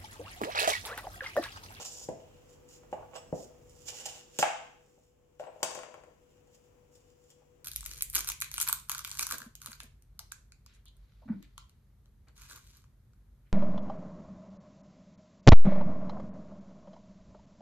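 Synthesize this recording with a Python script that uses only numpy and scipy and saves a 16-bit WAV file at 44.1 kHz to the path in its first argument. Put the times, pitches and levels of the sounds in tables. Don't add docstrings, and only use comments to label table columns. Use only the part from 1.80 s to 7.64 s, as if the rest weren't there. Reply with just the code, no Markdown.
import sys
import numpy as np
from scipy import signal
from scipy.fft import rfft, irfft, next_fast_len
from scipy.io import wavfile
from scipy.ndimage import map_coordinates

SR = 44100
rng = np.random.default_rng(int(sys.argv[2]) if len(sys.argv) > 2 else 0)


def invert_db(level):
    return 10 ** (np.asarray(level, dtype=float) / 20)


def file_out(sig):
    cols = np.atleast_2d(sig).T
    lim = np.clip(cols, -1, 1)
    pcm = np.round(lim * 32767).astype(np.int16)
    wavfile.write(sys.argv[1], SR, pcm)


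N = 257544

# (shaft order, left level/dB, right level/dB)
MOTORS = [(48.85, [(1, -75.5, -66), (2, -77.5, -78.5), (3, -73, -66), (5, -79, -88.5), (7, -77.5, -88),
          (9, -88.5, -80), (10, -60, -89), (11, -83.5, -86)]), (49.55, [(2, -79, -96.5), (4, -80.5, -86.5),
          (10, -72, -66.5)])]
# f/Hz, relative density level/dB
AIR_SPECTRUM = [(15, -26.5), (25, 6), (141, -10.5), (236, -4.5), (384, -6), (489, -5.5), (641, -12),
                (988, -14.5), (1700, -22.5), (2910, -22.5), (4030, -32.5), (7310, -24), (9070, -36),
                (14800, -32), (16000, -33.5)]
AIR_DB = -61
# t/s, level/dB
RUMBLE_LEVELS = [(0.0, -68), (0.5, -59.5), (0.97, -72.5), (1.22, -56.5), (1.45, -66.5), (1.97, -60.5),
                 (2.44, -68.5), (2.8, -84.5), (3.42, -69.5), (4.08, -76), (4.26, -71.5), (5.04, -69.5),
                 (5.4, -72.5), (5.84, -68.5)]
# f/Hz, relative density level/dB
RUMBLE_SPECTRUM = [(15, -41), (30, -4.5), (60, 4.0), (130, -3.5), (260, -48.5)]
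# f/Hz, likeness (0 to 1)
LIKENESS = [(60, 0.78), (300, .55), (700, 0.14), (1400, 0.019)]
# t/s, left level/dB, right level/dB
LEVEL_CURVE = [(0, -3, -3), (0.901, -0.5, -0.5), (1.3, -1.5, 0), (2.0, -0.5, -2.5), (2.619, -3.5, -4.5),
               (2.75, -4.5, -4.5), (2.95, -4.5, -5.5), (3.3, -10.5, -11), (3.8, -5, -9.5), (4.1, -5, -11),
               (4.5, -5, -8.5), (5.84, -3.5, -8)]
# f/Hz, time to fall 60 dB t/s
ROOM_DECAY = [(100, 0.17), (500, 0.49), (1000, 0.6), (3000, 0.64), (7000, 0.58), (14000, 0.16)]
# delay t/ms, left level/dB, right level/dB
WALL_ECHOES = [(2.1, -10.5, -11.5), (3.6, -3.5, -6), (5.2, -18, -10), (6.2, -23, -1), (8.2, -7.5, -14.5),
               (11.8, -14, -4.5), (13.4, -5, -9), (16.8, -6, -24)]

# t/s, left-right level/dB
HAND_PAN = [(0, -3), (.3, -1), (1.36, -5.5), (2.1, -7.5), (2.6, -2.5), (3.2, 0), (3.6, 4), (3.85, 3),
            (4.4, 0), (5.84, -2)]
# f/Hz, width f/Hz, level/dB
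BOARD_MODES = [(168, 54, -11), (395, 25, -23.5), (510.5, 6.7, -3.5), (650.4, 27, 3.5), (809, 98, -10.5),
               (1420, 140, 0)]
# full strength t/s, rise t/s, hold t/s, level/dB, left-right level/dB
ROLLS = [(0, .005, 0, -40, 3), (0.194, .15, .03, -61, -3), (1.176, 0.011, 0.056, -52.5, 7),
         (1.333, 0.016, 0, -46, -5), (1.356, 0.0049, 0, -40, -13.5), (2.096, 0.037, 0, -49.5, -5.5),
         (2.13, 0.027, 0.11, -58, -1), (2.264, .004, 0, -47.5, -5.5), (2.32, .05, 0.065, -56.5, -1.5),
         (3.629, .012, 0.054, -53, 14), (3.685, .02, 0.098, -62, -1), (3.82, 0.028, 0.038, -51.5, -4),
         (5.618, 0.037, 0, -66.5, 5)]
# f/Hz, relative density level/dB
JOLT_SPECTRUM = [(200, -45.5), (450, -0.5), (900, -2.5), (1500, -16.5), (3000, -52.5)]
# f/Hz, level/dB, time to fall 60 dB t/s
BLADE_PARTIALS = [(5330, -7, 0.052), (6560, -12, 0.049), (7800, -6.5, 0.15), (9600, -17, 0.072)]
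# t/s, level/dB
BLADE_TOUCHES = [(1.36, -44.5), (3.598, -67), (3.663, -62.5), (3.831, -62.5)]
# t/s, level/dB, left-right level/dB
SNAPS = [(0.0532, -37, 11), (0.1321, -47, -3.0), (0.2897, -38, -7), (0.6938, -48, -1), (0.889, -40.5, -1),
         (1.1314, -46, -5), (1.3545, -38, 2), (1.8956, -43, -0.5), (1.9617, -51.5, -18), (2.0082, -53, -10),
         (2.0707, -41, -4), (2.0782, -32.5, 5), (2.0964, -35, -4.5), (2.1605, -44.5, -9), (2.26, -18.5, -1),
         (2.4828, -48, -7.5), (2.5506, -46, -4), (2.588, -12.5, 0.5), (2.6293, -17, 1), (3.5957, -58, 6.5),
         (3.8303, -10, 13), (3.9088, -28.5, -1), (3.9498, -27.5, 8), (3.9897, -34, 1), (4.0317, -41, 6),
         (4.141, -46.5, 6), (4.2373, -51, 0), (4.674, -55, -1), (4.7476, -49.5, 10), (4.8404, -56, 0),
         (5.1551, -47, 13), (5.3018, -53, 2), (5.44, -52, 8), (5.503, -43, 12)]
# f/Hz, relative density level/dB
SNAP_SPECTRUM = [(1180, -43.5), (2000, -17), (3260, -3.5), (4260, -14.5), (4650, -6), (6140, -6.5),
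                 (6700, 0.5), (7910, -3.5), (10700, -16), (14500, -16), (15600, -20.5), (16000, -48.5)]

# full strength t/s, rise t/s, hold t/s, dry skin level/dB, moist flesh level/dB
STROKES = [(0, .005, 0.031, -46, -54), (0.049, 0.0027, 0.015, -41.5, -62),
           (0.115, 0.05, 0.13, -48.5, -69.5), (0.394, 0.025, 0.23, -80.5, -74), (.74, 0.13, 0, -65, -74),
           (0.902, 0.036, 0.064, -61.5, -73), (1.115, 0.0033, 0.0087, -66.5, -72),
           (1.36, .035, 0.014, -55.5, -54), (1.556, 0.043, 0.083, -57.5, -76),
           (2.05, 0.245, 0.0097, -61, -73.5), (2.07, .012, 0.0028, -46.5, -63.5),
           (2.083, .004, 0.0098, -40, -48), (2.167, 0.046, .02, -48, -57.5),
           (2.201, 0.035, 0.067, -55, -59.5), (2.256, .003, 0, -42, -45.5), (2.285, .02, .12, -58.5, -62.5),
           (2.581, .09, 0.11, -53, -61), (3.041, 0.11, .24, -79.5, -92),
           (3.596, 0.0046, 0.0051, -62.5, -65.5), (3.64, .02, 0.0051, -76.5, -78),
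           (3.815, 0.084, 0.13, -71, -82), (4.544, .3, 0.049, -82, -83), (4.749, 0.06, 0, -69.5, -77),
           (4.866, 0.062, 0, -78, -95), (5.155, 0.042, 0, -67, -95), (5.298, 0.11, 0, -81, -88),
           (5.49, 0.36, 0, -77, -87.5), (5.508, 0.019, 0, -63.5, -74)]
# t/s, dry skin level/dB, finest crackle level/dB, moist flesh level/dB
CUT = [(2.588, -30.5, -35.5, -33), (2.609, -34, -46, -49.5), (2.628, -33, -47, -41.5)]
# f/Hz, relative density level/dB
SKIN_SPECTRUM = [(2060, -40), (3500, -16), (4080, -18), (5360, -5), (6280, -7), (7130, 0), (8800, -22.5),
                 (10000, -22), (13000, -27.5), (22000, -120)]
# f/Hz, relative density level/dB
SHEEN_SPECTRUM = [(5000, -23), (8500, -1.5), (12400, -5), (14900, 1.5), (15500, -5.5), (16000, -25)]
# f/Hz, relative density level/dB
FLESH_SPECTRUM = [(650, -41.5), (1100, -17.5), (1540, -5), (2150, -9), (2940, 2.5), (3200, -4),
                  (4500, -17.5), (5850, -36.5), (9900, -120)]
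SKIN_REST_DB, FLESH_REST_DB = -92, -92.5
SHEEN_DB, SHEEN_GROWTH = -64.5, 0.69
RISE_DB, FALL_DB_PER_S = 20.5, 550.5
LINGER_DB, LINGER_DB_PER_S = -24, 134

# t/s, level/dB, contact f/Hz, left-right level/dB, relative crack level/dB
THUDS = [(0.2874, -27.5, 495, 3, -24.5), (1.033, -55, 545, -1, -6.5), (1.128, -25, 684, 2.5, -20.5),
         (1.5266, -24, 462, 2.5, -37), (2.5896, -26.5, 518, 8.5, -15), (3.178, -58.5, 530, 2, -21.5)]
THUD_CYCLES = 1.02
# t/s, level/dB, contact f/Hz, cycles of contact, relative crack level/dB
CHOPS = [(.052, -53, 726, 5.7, 0.5), (1.334, -53.5, 536, 2.9, 1), (1.354, -57, 640, 1.05, -1),
         (2.257, -40, 776, 1.8, -16.5), (2.6271, -13, 827, 2.11, -7), (3.597, -37, 628, 3.27, -12.5),
         (3.829, -26.5, 604, 1.28, -5)]
# t/s, level/dB, relative crack level/dB
ROCKS = [(3.638, -48, -5.5), (3.67, -52, -5), (3.689, -60, -6), (3.759, -50, -16), (3.805, -50, -12),
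         (3.908, -41.5, -10), (3.953, -41.5, -5), (3.975, -37.5, -20), (3.989, -45.5, 0),
         (4.033, -46.5, 0.5), (4.084, -47.5, -22.5), (4.1414, -47.5, -3.5), (4.177, -50, -15),
         (4.236, -51, -6.5), (4.281, -52, -31)]
ROCK_HZ, ROCK_CYCLES, ROCK_PAN_DB, ROCK_WEIGHT_DB = 557, 1.55, 8.5, -19
# f/Hz, relative density level/dB
CRACK_SPECTRUM = [(590, -23.5), (1000, 7), (1230, -1.5), (1360, 0), (1730, -5), (2740, -6), (4500, -27.5),
                  (5850, -52.5), (9900, -120)]
HEAVY_HZ, HEAVY_DB, LIGHTER_DB_PER_OCTAVE, LIGHTEST_DB = 477, -2.5, 54, -34.5


def unit(x):
    return x / np.sqrt(np.mean(x ** 2) + 1e-20)


def along(points, hz):
    f, value = np.transpose(points)
    return np.interp(np.log(hz + 1), np.log(f + 1), value)


def filtered(x, response):
    size = next_fast_len(x.shape[-1] + 8192)
    spectrum = rfft(x, size) * response(np.fft.rfftfreq(size, 1 / SR))
    return irfft(spectrum, size)[..., :x.shape[-1]]


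def coloured(x, spectrum):
    return unit(filtered(x, lambda hz: invert_db(along(spectrum, hz))))


def wobble(rate):
    knots = rng.standard_normal(int(N * rate / SR) + 4)
    return map_coordinates(knots, [np.arange(N) * rate / SR])


def paired(noise):
    def angle(hz):
        return np.arccos(np.clip(along(LIKENESS, hz), 0, 1)) / 2

    mid = filtered(noise[..., 0, :], lambda hz: np.cos(angle(hz)))
    side = filtered(noise[..., 1, :], lambda hz: np.sin(angle(hz)))
    return np.stack([mid + side, mid - side], -2)


def motor(hz, orders):
    turns = hz * np.arange(N) / SR
    lines = np.zeros((2, N))
    for order, left, right in orders:
        lines += invert_db([[left], [right]]) * np.sin(2 * np.pi * (order * turns + rng.random()))
    return np.sqrt(2) * invert_db(0.36 * wobble(0.69)) * lines


def room_air():
    noise = coloured(paired(rng.standard_normal((2, N))), AIR_SPECTRUM)
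    return invert_db(AIR_DB + 0.84 * wobble(2)) * noise


def far_rumble():
    noise = coloured(paired(rng.standard_normal((2, N))), RUMBLE_SPECTRUM)
    level_db = np.interp(np.arange(N) / SR, *np.transpose(RUMBLE_LEVELS))
    return invert_db(level_db + 1.7 * wobble(8.8)) * noise


def background(level):
    hum = sum(motor(hz, orders) for hz, orders in MOTORS)
    return level * (hum + room_air()) + far_rumble()


def kitchen(x):
    step = SR // 5
    parts = np.pad(x.mean(0), (0, -N % step)).reshape(-1, step)
    noise = paired(rng.standard_normal((len(parts), 2, SR * 2 // 3)))
    hz, t, z = signal.stft(noise, SR, nperseg=256)
    fade = invert_db(-60 * t / along(ROOM_DECAY, hz)[:, None])
    tails = signal.istft(z * fade, SR, nperseg=256)[1]
    tails = tails * (1 - np.exp(-np.arange(tails.shape[-1]) / SR / 0.0013))
    tails = tails / np.sqrt(np.mean(np.sum(tails ** 2, -1)))
    out = np.zeros((2, N + 2 * SR))
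    for k, wet in enumerate(signal.fftconvolve(parts[:, None], tails, axes=2)):
        out[:, k * step:k * step + wet.shape[1]] += wet
    return out[:, :N]


def echoes(x):
    source = filtered(x.mean(0), lambda hz: 0.54 + 0.51 / (1 + 1j * hz / 2000))
    out = np.zeros((2, N))
    for ms, left, right in WALL_ECHOES:
        out += invert_db([[left], [right]]) * np.pad(source, (round(ms * SR / 1000), 0))[:N]
    return out


def add(track, sound, s, pan_db):
    start = round(s * SR)
    track[:, start:start + len(sound)] += invert_db([[pan_db / 2], [-pan_db / 2]]) * sound


def bursts(count, spectrum):
    return coloured(rng.standard_normal((count, SR // 25)), spectrum)


def click(spectrum):
    gain = invert_db(along(spectrum, np.fft.rfftfreq(2048, 1 / SR)))
    cepstrum = irfft(np.log(gain + 1e-4))
    cepstrum[1:1024] *= 2
    cepstrum[1025:] = 0
    pulse = irfft(np.exp(rfft(cepstrum)))[:SR // 25]
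    return pulse / np.abs(pulse).max()


def crackle(per_s, spread_db):
    sizes = invert_db(spread_db * np.minimum(rng.exponential(size=N), 5)) * rng.standard_normal(N)
    cracks = sizes * (rng.random(N) < per_s / SR)
    return cracks * (1 + 1.2 * rng.standard_normal((2, N)))


def swells(s, rise, hold):
    t = np.arange(0, N / SR, .001) - s[:, None]
    early = np.maximum(-t, 0) / rise[:, None]
    late = np.maximum(t - hold[:, None], 0)
    release = invert_db(-FALL_DB_PER_S * late) + invert_db(LINGER_DB - LINGER_DB_PER_S * late)
    return invert_db(-RISE_DB * early) * release


def per_sample(gain):
    return np.interp(np.arange(N) / SR * 1000, np.arange(len(gain)), gain)


def hand_pan(s):
    return np.interp(s, *np.transpose(HAND_PAN))


def wood(hz):
    answer = .5
    for k, (centre, width, db) in enumerate(BOARD_MODES):
        damping = 1j * hz * width
        answer = answer + (-1) ** k * invert_db(db) * damping / (centre * centre - hz * hz + damping)
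    return answer


def rolling():
    jolts = coloured(crackle(700, spread_db=1.5).mean(0), JOLT_SPECTRUM)
    s, rise, hold, db, pan = np.transpose(ROLLS)
    shape = swells(s, rise, hold)
    gains = np.array([per_sample(invert_db(db + side * pan / 2) @ shape) for side in (1, -1)])
    return gains * unit(filtered(jolts, wood))


def blade():
    track, t = np.zeros((2, N + SR)), np.arange(SR // 3) / SR
    for s, db in BLADE_TOUCHES:
        ring = np.zeros(len(t))
        for hz, level, t60 in BLADE_PARTIALS:
            ring += invert_db(level + rng.normal(0, 2.5) - 60 * t / t60) * np.sin(2 * np.pi * hz * t)
        add(track, invert_db(db) * ring, s, 0)
    return track[:, :N]


def snaps():
    track, t = np.zeros((2, N + SR)), np.arange(SR // 25) / SR
    snap = click(SNAP_SPECTRUM)
    for (s, db, pan), noise in zip(SNAPS, bursts(len(SNAPS), SNAP_SPECTRUM)):
        splinters = 0.35 * invert_db(-60 * t / 0.032) * noise
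        add(track, invert_db(db - 8.0) * (snap + splinters), s, pan)
    return track[:, :N]


def rubbing():
    cracks = invert_db(1.4 * wobble(66)) * crackle(8000, spread_db=-0.74)
    moist = cracks + .7 * crackle(3300, spread_db=1.0)
    skin_noise = coloured(cracks, SKIN_SPECTRUM)
    sheen_noise = coloured(cracks, SHEEN_SPECTRUM)
    flesh_noise = coloured(moist, FLESH_SPECTRUM)

    s, rise, hold, skin_db, flesh_db = np.transpose(STROKES)
    shape = swells(s, rise, hold)
    skin = per_sample(invert_db(skin_db) @ shape) + invert_db(SKIN_REST_DB)
    flesh = per_sample(invert_db(flesh_db) @ shape) + invert_db(FLESH_REST_DB)
    sheen = invert_db(SHEEN_DB) * (skin / invert_db(-48)) ** SHEEN_GROWTH

    t = np.arange(N) / SR
    cut_s, *cut_levels = np.transpose(CUT)
    cut_skin, cut_sheen, cut_flesh = [invert_db(np.interp(t, cut_s, db, -200, -200)) for db in cut_levels]
    mix = (skin + cut_skin) * skin_noise
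    mix = mix + (sheen + cut_sheen) * sheen_noise
    mix = mix + (flesh + cut_flesh) * flesh_noise
    return invert_db([hand_pan(t) / 2, -hand_pan(t) / 2]) * mix


def thump_weight(hz):
    lighter = LIGHTER_DB_PER_OCTAVE * np.log2(hz / HEAVY_HZ)
    return np.clip(HEAVY_DB - lighter, LIGHTEST_DB, HEAVY_DB)


def contacts():
    blows = [(s, db, hz, pan, THUD_CYCLES, crack, thump_weight(hz)) for s, db, hz, pan, crack in THUDS]
    blows += [(s, db, hz, hand_pan(s), cycles, crack, thump_weight(hz)) for s, db, hz, cycles, crack in CHOPS]
    blows += [(s, db, ROCK_HZ, ROCK_PAN_DB, ROCK_CYCLES, crack, ROCK_WEIGHT_DB) for s, db, crack in ROCKS]
    return blows


def knocks():
    track, t = np.zeros((2, N + SR)), np.arange(SR // 5) / SR
    thump = np.cos(2 * np.pi * 132 * t) * invert_db(-60 * t / 0.04) * (1 - np.exp(-t / 0.00045))
    edge = click(CRACK_SPECTRUM)
    blows = contacts()
    for (s, db, hz, pan, cycles, crack_db, weight_db), noise in zip(blows, bursts(len(blows), CRACK_SPECTRUM)):
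        phase = t * hz / cycles
        push = -np.sin(2 * np.pi * hz * t) * phase * np.exp(-phase ** 2 * 1.6)
        thud = filtered(push, wood)
        body = thud / np.abs(thud).max() + invert_db(weight_db) * thump
        crack = edge + 0.14 * invert_db(-60 * t[:len(noise)] / 0.034) * noise
        add(track, invert_db(db) * body, s, pan)
        add(track, invert_db(db + crack_db + 9) * crack, s + .0006, pan)
    return track[:, :N]


def scene():
    s, *curves = np.transpose(LEVEL_CURVE)
    level = invert_db([np.interp(np.arange(N) / SR, s, db) for db in curves])
    blows, bright, steel, rub, roll = knocks(), snaps(), blade(), rubbing(), rolling()
    near = blows + bright + steel + invert_db(-2.5) * rub + invert_db(-6.0) * roll
    near = invert_db(1.0) * near + invert_db(-4.5) * echoes(near)
    near = np.array([near[0], np.pad(near[1], (6, 0))[:N]])
    into_room = invert_db(-1.0) * blows + invert_db(-1.5) * bright + invert_db(-5.5) * steel
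    into_room = into_room + invert_db(-9.5) * rub + invert_db(-11.0) * roll
    tail = level * kitchen(into_room / level)
    return near + tail + background(level)


def low_pass(x):
    return signal.sosfilt(signal.butter(12, 16460, fs=SR, output="sos"), x)


def record(dry):
    mix = filtered(dry, lambda hz: (1j * hz / (35 + 1j * hz)) ** 2)
    return low_pass(mix)


dry = scene()
out = record(dry)
file_out(out)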